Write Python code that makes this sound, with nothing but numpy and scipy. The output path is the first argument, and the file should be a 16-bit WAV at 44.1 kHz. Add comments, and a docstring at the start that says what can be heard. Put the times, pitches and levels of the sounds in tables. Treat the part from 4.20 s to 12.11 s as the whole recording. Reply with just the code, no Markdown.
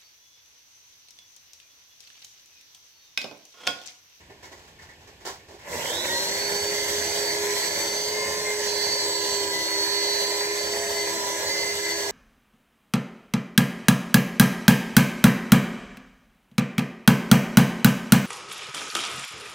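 """Electric float on a plaster ceiling

In a bare room a plasterer lifts his float; it knocks in his hands and its pad scuffs the ceiling.
The motor starts softly and whirrs on, sagging as he leans in: the rotor hums, the fan whistles,
the gears sing, squeal and rattle, the pad scrapes over sandy plaster and the vents hiss."""
import sys
import numpy as np
from scipy import signal
from scipy.fft import rfft, irfft, next_fast_len
from scipy.io import wavfile

SR = 44100
rng = np.random.default_rng(int(sys.argv[2]) if len(sys.argv) > 2 else 0)


def store_pcm(level_fs):
    """Save levels as 16-bit WAV."""
    pcm = np.round(np.clip(level_fs, -1, 1) * 32767).astype(np.int16)
    wavfile.write(sys.argv[1], SR, np.atleast_2d(pcm).T)


N = 348831
TIME = np.arange(N) / SR
ON_S, RUN_UP_S, ENGAGE_S = 1.4, .208, .14  # soft start: switch-on, speed time constant, fade-in
FULL_SPEED_HZ, FAN_BLADES = 408, 11
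PINION_TEETH, WHEEL_TEETH, SECOND_PINION_TEETH = 5, 67, 11
ROOM_T60_S, ROOM_TONE_DB = .3, -54

# Bumps as the float goes up. Each row: start in seconds, relative level in dB, scuff trim in dB,
# contact time in seconds, housing ring in dB.
CONTACTS = [(0.0, -58, -2, 0.01, -58), (0.094, -41, -18, 0.013, -53), (0.224, -45.5, -5, 0.035, -52),
            (0.311, -45, -6.5, .02, -54), (0.37, -59.5, 0.5, 0.081, -71), (0.472, -57, 0.5, 0.011, -69),
            (0.585, -61, 3, .02, -51), (0.615, -62, 9, 0.018, -57), (0.685, -61, 3, 0.02, -51),
            (0.8, -60, -1, 0.042, -76), (0.868, -48, -7.5, 0.023, -60), (1.0, -51, -6, 0.06, -61),
            (1.048, -35.5, -2, 0.041, -64), (1.19, -62, -12, 0.016, -57), (1.279, -42, -14, 0.073, -68),
            (1.385, -60, 4.5, 0.13, -54)]
# The housing's ring. Each row: pitch in Hz, bandwidth in Hz, relative level in dB.
HOUSING_MODES = [(1797, 20, 2), (1960, 34, -1), (2166, 32, 3)]

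# Tone colours of the noise layers. Each row: frequency in Hz, relative level in dB.
KNOCK_EQ = [(88, -49), (150, -22), (298, -5.5), (413, 4), (456, -5), (527, -1), (1180, -15), (1300, -35),
            (1690, -43), (2860, -120)]
SCUFF_EQ = [(88, -48), (150, -14), (348, -16), (759, -0.5), (1080, 0), (1240, -12), (1310, -1),
            (1900, -5.5), (2650, -14), (2920, -7), (3290, -9), (4490, -6.5), (7320, -10), (8900, -20),
            (16000, -24)]
ROOM_EQ = [(15, -35), (25, -8), (82, 6.5), (223, -6), (405, -2.5), (607, -9), (936, -6.5), (1260, -16),
           (1740, -6.5), (2000, -13), (2480, -8), (7920, -20), (9320, -30), (13200, -23.5), (16000, -42)]
RUB_EQ = [(25, -82), (55, -33), (82, -6.5), (120, -17), (170, -11.5), (280, -13.5), (450, -4), (560, 3.5),
          (760, -7.5), (950, 1.5), (1100, -8), (1280, -25), (1800, -57)]
HISS_EQ = [(900, -23.5), (1280, -10), (1670, 2.5), (2020, 5), (2500, 3), (3000, 7), (5000, -6.5),
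           (5850, -7.5), (6950, -7.5), (7800, -3.5), (8600, -13.5), (9550, -19), (11200, -12),
           (15500, -19.5)]  # shared by rasp, rattle and vents

# The speed the motor heads for under load. Each row: time in seconds, turns per second.
MOTOR_SPEED = [(2.6, 412.0), (3.0, 413.3), (3.55, 408.0), (3.73, 409.5), (3.9, 419.5), (4.08, 423.0),
               (4.27, 420.0), (4.45, 414.0), (5.1, 405.5), (5.44, 398.6), (5.72, 405.0), (6.62, 412.0),
               (6.76, 409.5), (7.08, 401.5), (7.33, 409.5), (7.78, 407.0), (7.91, 403.5)]
# Faint tones that fill out the whirr. Each row: multiple of rotor speed, relative level in dB.
WHIRR_PARTIALS = [(2, -59), (6, -59), (7, -58), (9, -60), (12, -59), (13, -59), (14, -54), (15, -47),
                  (16, -54), (17, -56), (19, -49), (20, -59), (22, -58), (24, -67), (25, -64), (32, -69),
                  (36, -70)]
# Top end of the second gear stage. 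Each row: multiple of its tooth rate, level in dB.
GEAR_PARTIALS = [(4, -50), (5, -45.5), (6, -53), (7, -58.5)]

# Fader rides. Each row: time in seconds, relative level in dB.
HUM_RIDE = [(1.66, -65), (1.74, -42), (1.98, -43), (2.3, -33.7), (3.34, -31.5), (3.42, -41), (4.46, -32.5),
            (4.78, -35), (5.26, -33.0), (5.42, -41.5), (5.58, -33.5), (6.7, -32.5), (7.02, -36.5),
            (7.89, -37)]
WHISTLE_RIDE = [(1.6, -33), (1.84, -31), (1.9, -42), (1.96, -28.5), (2.2, -34), (2.26, -30), (2.5, -32.5),
                (2.8, -35.5), (3.1, -29.0), (3.28, -41), (3.4, -31.5), (4.18, -35.5), (4.24, -44),
                (4.66, -26), (4.96, -29), (5.32, -31.5), (5.62, -25.5), (6.34, -33.5), (6.58, -33),
                (6.64, -39), (6.76, -32), (7.18, -42), (7.3, -27.5), (7.6, -34.5), (7.72, -31),
                (7.9, -40.1)]  # swells and fades as the float is swept about
LOW_WHISTLE_RIDE = [(1.6, -35), (1.9, -34), (2.56, -53), (2.74, -43), (3.04, -48.9), (3.1, -35),
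                    (3.28, -42), (3.4, -36), (3.52, -45), (4.0, -37), (4.12, -45), (4.24, -35.5),
                    (4.42, -43), (4.48, -33), (5.14, -39), (5.5, -41), (5.92, -28), (6.76, -51),
                    (6.82, -43.5), (7.9, -47)]
GEAR_SONG_RIDE = [(1.8, -54), (1.96, -33), (2.04, -44), (3.08, -55.5), (3.32, -39.5), (3.8, -61),
                  (4.04, -38), (4.52, -47.5), (5.16, -37.6), (6.04, -39.5), (6.68, -50.5), (7.08, -33.5),
                  (7.4, -51), (7.89, -42)]
GEAR_OCTAVE_RIDE = [(1.9, -49), (2.98, -41), (4.06, -49), (5.74, -63), (5.98, -33.5), (6.16, -53),
                    (6.64, -34), (7.48, -58.5), (7.9, -36)]
VENT_RIDE = [(2.1, -31.5), (2.11, -32), (2.86, -31.5), (3.29, -32), (3.38, -29.5), (3.81, -34), (4.51, -33),
             (7.72, -33.5), (7.9, -34)]
# How hard the tool works. Each row: time in seconds, then relative levels in dB of disc rumble,
# pad rub and gear rattle.
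WORK_RIDES = [(1.53, -45, -36, -39), (1.78, -50, -36, -37), (1.85, -50, -35.5, -36),
              (1.88, -49, -38, -37.5), (2.13, -49.5, -37, -37), (2.77, -50, -40.5, -37),
              (3.07, -49.5, -36, -37), (3.43, -56, -38, -34.5), (3.64, -44.5, -37.5, -37),
              (3.8, -53, -38, -40.5), (4.07, -51, -35.5, -38.5), (4.15, -44.5, -40, -38.5),
              (4.28, -55, -37, -38), (5.43, -52, -37.5, -39.5), (5.48, -75, -38, -38.5),
              (6.55, -52, -38, -38.5), (7.51, -54, -37, -39), (7.56, -51, -41.5, -40),
              (7.69, -60, -40.5, -38), (7.9, -53, -35.5, -39)]

# The pinion's whine flares up. Each row: start in seconds, length in seconds, level in dB.
PINION_SQUEALS = [(1.88, .09, -32), (2.53, 0.13, -37.5), (3.07, 0.11, -40), (3.92, 0.13, -35.5),
                  (4.24, 0.079, -31), (5.31, .11, -34), (5.5, 0.068, -38.5), (5.72, .22, -40.5),
                  (6.28, 0.055, -37), (6.75, 0.074, -34.5), (7.28, 0.26, -34), (7.62, 0.11, -33)]
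# The pad hits coarser sand. Each row: start in seconds, length in seconds, relative level in dB.
SAND_SCRAPES = [(1.94, .04, -33), (2.07, 0.025, -33), (2.5, 0.053, -36), (2.68, 0.27, -38),
                (3.27, .22, -36), (4.41, .07, -31), (4.6, .2, -37), (5.0, 0.17, -36), (5.47, 0.049, -49),
                (5.74, 0.14, -33.5), (6.88, 0.071, -45)]

# Stereo focus. Each row: frequency in Hz, likeness of left and right from 0 to 1.
STEREO_LIKENESS = [(60, .95), (450, .96), (760, .65), (1350, .62), (1680, .3), (1950, .55), (2700, .12),
                   (4000, .33), (6000, .4), (8000, .2), (15000, .1)]
# Panning. Each row: frequency in Hz, left minus right in dB.
STEREO_BALANCE = [(200, -.9), (400, -3), (700, -2.8), (950, -.6), (1450, -2.3), (2600, 3.5), (3400, .2),
                  (4100, 0), (4500, -3.3), (5900, -7.5), (7400, -1), (8300, -7), (9800, 3), (13000, -.3)]
# Later arrival on the left. 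Each row: frequency in Hz, lag in seconds.
STEREO_LAG = [(100, .00005), (400, .00011), (700, .00005), (1100, .00014), (1300, .00035), (1550, .0003),
              (1800, .00003), (2200, 0), (3000, .00012), (4080, .000154), (4500, .000151), (5100, .000106),
              (7000, .000143), (15000, .00015)]
# Bounces off ceiling, arms and wall. Each row: delay in seconds, its sway in seconds, level in dB.
EARLY_REFLECTIONS = [(.0013, .0003, -13), (.0034, .0004, -12), (.0085, .0006, -11)]


def amp(db):
    """Decibels to gain."""
    return 10 ** (np.asarray(db) / 20)


def unit_rms(x):
    """Scale to an rms of 1."""
    return x / np.sqrt(np.mean(x ** 2) + 1e-20)


def ride(rows, column=1):
    """One column of an automation curve at every sample."""
    columns = np.transpose(rows)
    return np.interp(TIME, columns[0], columns[column])


def at_hz(points, hz):
    """Read a curve on a log-frequency axis."""
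    freqs, values = np.transpose(points)
    return np.interp(np.log(np.maximum(hz, 1)), np.log(freqs), values)


def drift(rate_hz):
    """A smooth random wobble with a spread of about 1."""
    pole = np.exp(-80 * np.pi * rate_hz / SR)  # one step every 40 samples
    slow = signal.lfilter([1], [1, -2 * pole, pole * pole], rng.standard_normal(N // 40 + 2002))[2000:]
    return np.interp(np.arange(N) / 40, np.arange(len(slow)), unit_rms(slow))


def bursts(rows, attack_s, release_s):
    """Envelope of events that each rise, hold and die away."""
    return sum(amp(db) * np.clip((TIME - start) / attack_s, 0, 1)
               * np.exp(-np.maximum(TIME - start - length, 0) / release_s) for start, length, db in rows)


def grains(per_s, spread_db):
    """Grit: random ticks, a few harder than the rest."""
    sizes = amp(spread_db * np.minimum(rng.exponential(1, N), 5))
    return (rng.random(N) < per_s / SR) * sizes * rng.standard_normal(N)


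def resonance(x, hz, width_hz):
    """A ringing band with unity gain at its peak."""
    r = np.exp(-np.pi * width_hz / SR)
    poles = [1, -2 * r * np.cos(2 * np.pi * hz / SR), r * r]
    return signal.lfilter(np.array([1, 0, -1]) * (1 - r * r) / 2, poles, x)


def split(x, hz):
    """Crossover: the lows and the highs."""
    low = signal.sosfilt(signal.butter(2, hz, "low", fs=SR, output="sos"), x)
    high = signal.sosfilt(signal.butter(2, hz, "high", fs=SR, output="sos"), x)
    return low, -high


def pan(hz):
    """Complex left and right gains that place the float by level and lag."""
    half_db = at_hz(STEREO_BALANCE, hz) / 2
    return np.array([amp(half_db) * np.exp(-2j * np.pi * hz * at_hz(STEREO_LAG, hz)), amp(-half_db)])


def in_room(excitation, eq):
    """Widen a noise with the room's diffuse wash and colour it; the mid has an rms of 1."""
    size = next_fast_len(N)
    hz = np.arange(size // 2 + 1) * SR / size
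    alike = np.clip(at_hz(STEREO_LIKENESS, hz), 0, 1)
    direct = np.sqrt(alike) * rfft(unit_rms(excitation), size)
    wash = np.sqrt(1 - alike) * rfft(rng.standard_normal((2, N)), size)
    stereo = irfft((direct + wash) * pan(hz) * amp(at_hz(eq, hz)), size)[:, :N]
    return stereo / np.sqrt(np.mean(stereo.mean(axis=0) ** 2))


def reflected(x):
    """Nearby surfaces comb the sound; the combs shift as the float is swept about."""
    combed = x.copy()
    for delay, sway, db in EARLY_REFLECTIONS:
        late = TIME - delay - sway * drift(.552)
        combed += amp(db) * np.array([np.interp(late, TIME, channel) for channel in x])
    return combed / np.sqrt(1 + sum(amp(db) ** 2 for _, _, db in EARLY_REFLECTIONS))


def tone(turns, multiple, diffuse, fade_hz, steady=False):
    """A partial whose level and phase swim with the reflections; steady holds its total power."""
    hz = multiple * FULL_SPEED_HZ
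    knots = np.arange(0, TIME[-1] + 1, 1 / 40)
    pole = np.exp(-2 * np.pi * fade_hz / 40)
    wander = signal.lfilter([1], [1, -2 * pole, pole * pole], rng.standard_normal((3, 2, len(knots))))
    wander = unit_rms(wander) / np.sqrt(2)
    echo = wander[:, 0] + 1j * wander[:, 1]  # left, right, shared
    alike = np.clip(at_hz(STEREO_LIKENESS, hz), 0, 1)
    wash = np.sqrt(alike) * echo[2] + np.sqrt(1 - alike) * echo[:2]
    paths = (1 + diffuse * wash) * pan(hz)[:, None]
    power = np.mean(abs(paths) ** 2, axis=0)
    paths *= np.sqrt(2 / (power if steady else power.mean()))
    carrier = np.exp(2j * np.pi * multiple * turns)
    return np.array([(np.interp(TIME, knots, path) * carrier).real for path in paths])


def handling():
    """Each contact knocks, scuffs and sets the housing ringing, then dies away in the bare room."""
    knock_power, scuff_power, ring_power = np.zeros((3, N))
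    for start, level_db, scuff_db, contact_s, ring_db in CONTACTS:
        age = TIME - start
        envelope = np.clip(age / .0086, 0, 1) * amp(-60 * np.maximum(age - contact_s, 0) / ROOM_T60_S)
        knock_power += (envelope * amp(level_db - 7)) ** 2
        scuff_power += (envelope * amp(level_db + scuff_db + 1.5)) ** 2
        ring_power += (envelope * amp(ring_db)) ** 2
    knock = in_room(grains(per_s=2700, spread_db=1), KNOCK_EQ)
    scuff = in_room(grains(per_s=4600, spread_db=1), SCUFF_EQ)
    ring = unit_rms(sum(amp(db) * resonance(scuff, hz, width) for hz, width, db in HOUSING_MODES))
    return np.sqrt(knock_power) * knock + np.sqrt(scuff_power) * scuff + np.sqrt(ring_power) * ring


def room_tone():
    """A soft, bass-heavy bed of noise."""
    return amp(ROOM_TONE_DB) * in_room(rng.standard_normal(N), ROOM_EQ)


def motor(run_up, turns):
    """The unbalanced rotor hums, the fan blades whistle, and rougher multiples fill in the whirr."""
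    # The fan only whistles above half speed, and sounds broken until it runs freely.
    whistling = np.clip((run_up - .5) / .44, 0, 1)
    shaky_turns = turns + (.004 + .08 * (1 - run_up)) * drift(70)
    flutter_db = 1.55 + 6 * (1 - run_up)
    hum_gain = amp(ride(HUM_RIDE) - .06 + 1.52 * drift(6.6))
    hum = hum_gain * tone(turns, 1, diffuse=.088, fade_hz=3.6, steady=True)
    whistle_gain = amp(ride(WHISTLE_RIDE) - 1.23 + flutter_db * drift(24))
    whistle = whistle_gain * tone(shaky_turns, FAN_BLADES, diffuse=.62, fade_hz=2.6, steady=True)
    low_gain = amp(ride(LOW_WHISTLE_RIDE) - .5 + flutter_db * drift(16))
    low_whistle = low_gain * tone(shaky_turns, FAN_BLADES - 1, diffuse=1.2, fade_hz=2.54, steady=True)
    rough_turns = turns + .008 * drift(120)
    whirr = sum(amp(db + 7) * tone(rough_turns, k, diffuse=2.5, fade_hz=3.5) for k, db in WHIRR_PARTIALS)
    return hum + whistling * (whistle + low_whistle) + run_up ** 4 * whirr


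def gears(run_up, sag_hz, turns, wheel_turns):
    """The pinion whines and squeals, wavering with the big wheel; the second stage sings and growls."""
    runout = .014 * np.sin(2 * np.pi * wheel_turns) + .012 * np.sin(4 * np.pi * wheel_turns)
    whine = amp(-43.5 + 2.1 * drift(10.6)) * run_up ** 4
    squeals = bursts(PINION_SQUEALS, attack_s=.025, release_s=.022)
    pinion = tone(turns + runout, PINION_TEETH, diffuse=.76, fade_hz=2.3, steady=True)
    mesh = SECOND_PINION_TEETH * PINION_TEETH / WHEEL_TEETH  # second-stage teeth per rotor turn
    song_gain, octave_gain = amp(ride(GEAR_SONG_RIDE) - 1.2), amp(ride(GEAR_OCTAVE_RIDE) - 3.5)
    song = song_gain * tone(turns, 3 * mesh, diffuse=.98, fade_hz=2.1, steady=True)
    octave = octave_gain * tone(turns, 2 * mesh, diffuse=.99, fade_hz=2.5, steady=True)
    growl = amp(-46 + .3 * sag_hz) * tone(turns, mesh, diffuse=.48, fade_hz=7.2)  # louder under load
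    upper = sum(amp(db) * tone(turns, k * mesh, diffuse=.79, fade_hz=2.7) for k, db in GEAR_PARTIALS)
    return np.hypot(whine, squeals) * pinion + song + run_up ** 4 * (growl + octave + upper)


def pad(run_up, grip, throb):
    """The disc rumbles while its pad rubs the plaster and rasps over grains of sand."""
    rumble, rub = split(in_room(grains(per_s=4000, spread_db=1), RUB_EQ), hz=242)
    grit = reflected(in_room(grains(per_s=5000, spread_db=3), HISS_EQ))
    rasp = resonance(grit, hz=5850, width_hz=700)
    scrapes = amp(9) * bursts(SAND_SCRAPES, attack_s=.019, release_s=.094)
    rasp_gain = np.hypot(amp(-25.5) * run_up, scrapes)
    rumble_gain = amp(ride(WORK_RIDES, column=1) + 14.5)
    rub_gain = amp(ride(WORK_RIDES, column=2) - .8 + grip) * throb
    return rumble_gain * rumble + rub_gain * rub + rasp_gain * rasp


def rattle_and_vents(run_up, grip, throb):
    """One grainy noise in two bands: gear teeth rattle below, cooling air hisses from the vents above."""
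    noise = reflected(in_room(grains(per_s=7000, spread_db=2.5), HISS_EQ))
    lows, hiss = split(noise, hz=2786)
    _, rattle = split(lows, hz=90)
    chatter_db = .8 * grip + .7 * drift(14)
    rattle_gain = amp(ride(WORK_RIDES, column=3) + 9.5 + chatter_db) * throb
    hiss_gain = amp(ride(VENT_RIDE) + 4.4 + 1.06 * grip) * run_up ** .6
    return rattle_gain * rattle + hiss_gain * hiss


def scene():
    """The float is lifted in the quiet room, spins up and works the ceiling."""
    target_hz = ride(MOTOR_SPEED)
    since_on = np.maximum(TIME - ON_S, 0)
    run_up = 1 - np.exp(-since_on / RUN_UP_S)
    turns = np.cumsum(target_hz * run_up * (1 + .00051 * drift(9.2))) / SR
    wheel_turns = turns * PINION_TEETH / WHEEL_TEETH
    tones = motor(run_up, turns) + gears(run_up, FULL_SPEED_HZ - target_hz, turns, wheel_turns)
    grip = drift(10.5)  # the pad catches and lets go
    throb = 1 + .1 * np.sin(2 * np.pi * wheel_turns) + .1 * np.sin(6 * np.pi * wheel_turns)
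    noises = pad(run_up, grip, throb) + rattle_and_vents(run_up, grip, throb)
    fade_in = np.clip(since_on / ENGAGE_S, 0, 1) ** 1.87
    return handling() + room_tone() + fade_in * (tones + noises)


def record(dry):
    """Thin the deepest bass and cut the very top steeply."""
    thinned = signal.sosfilt(signal.butter(2, 28, "high", fs=SR, output="sos"), dry)
    return signal.sosfilt(signal.ellip(12, .1, 90, 15750, fs=SR, output="sos"), thinned)


dry = scene()
out = record(dry)
store_pcm(out)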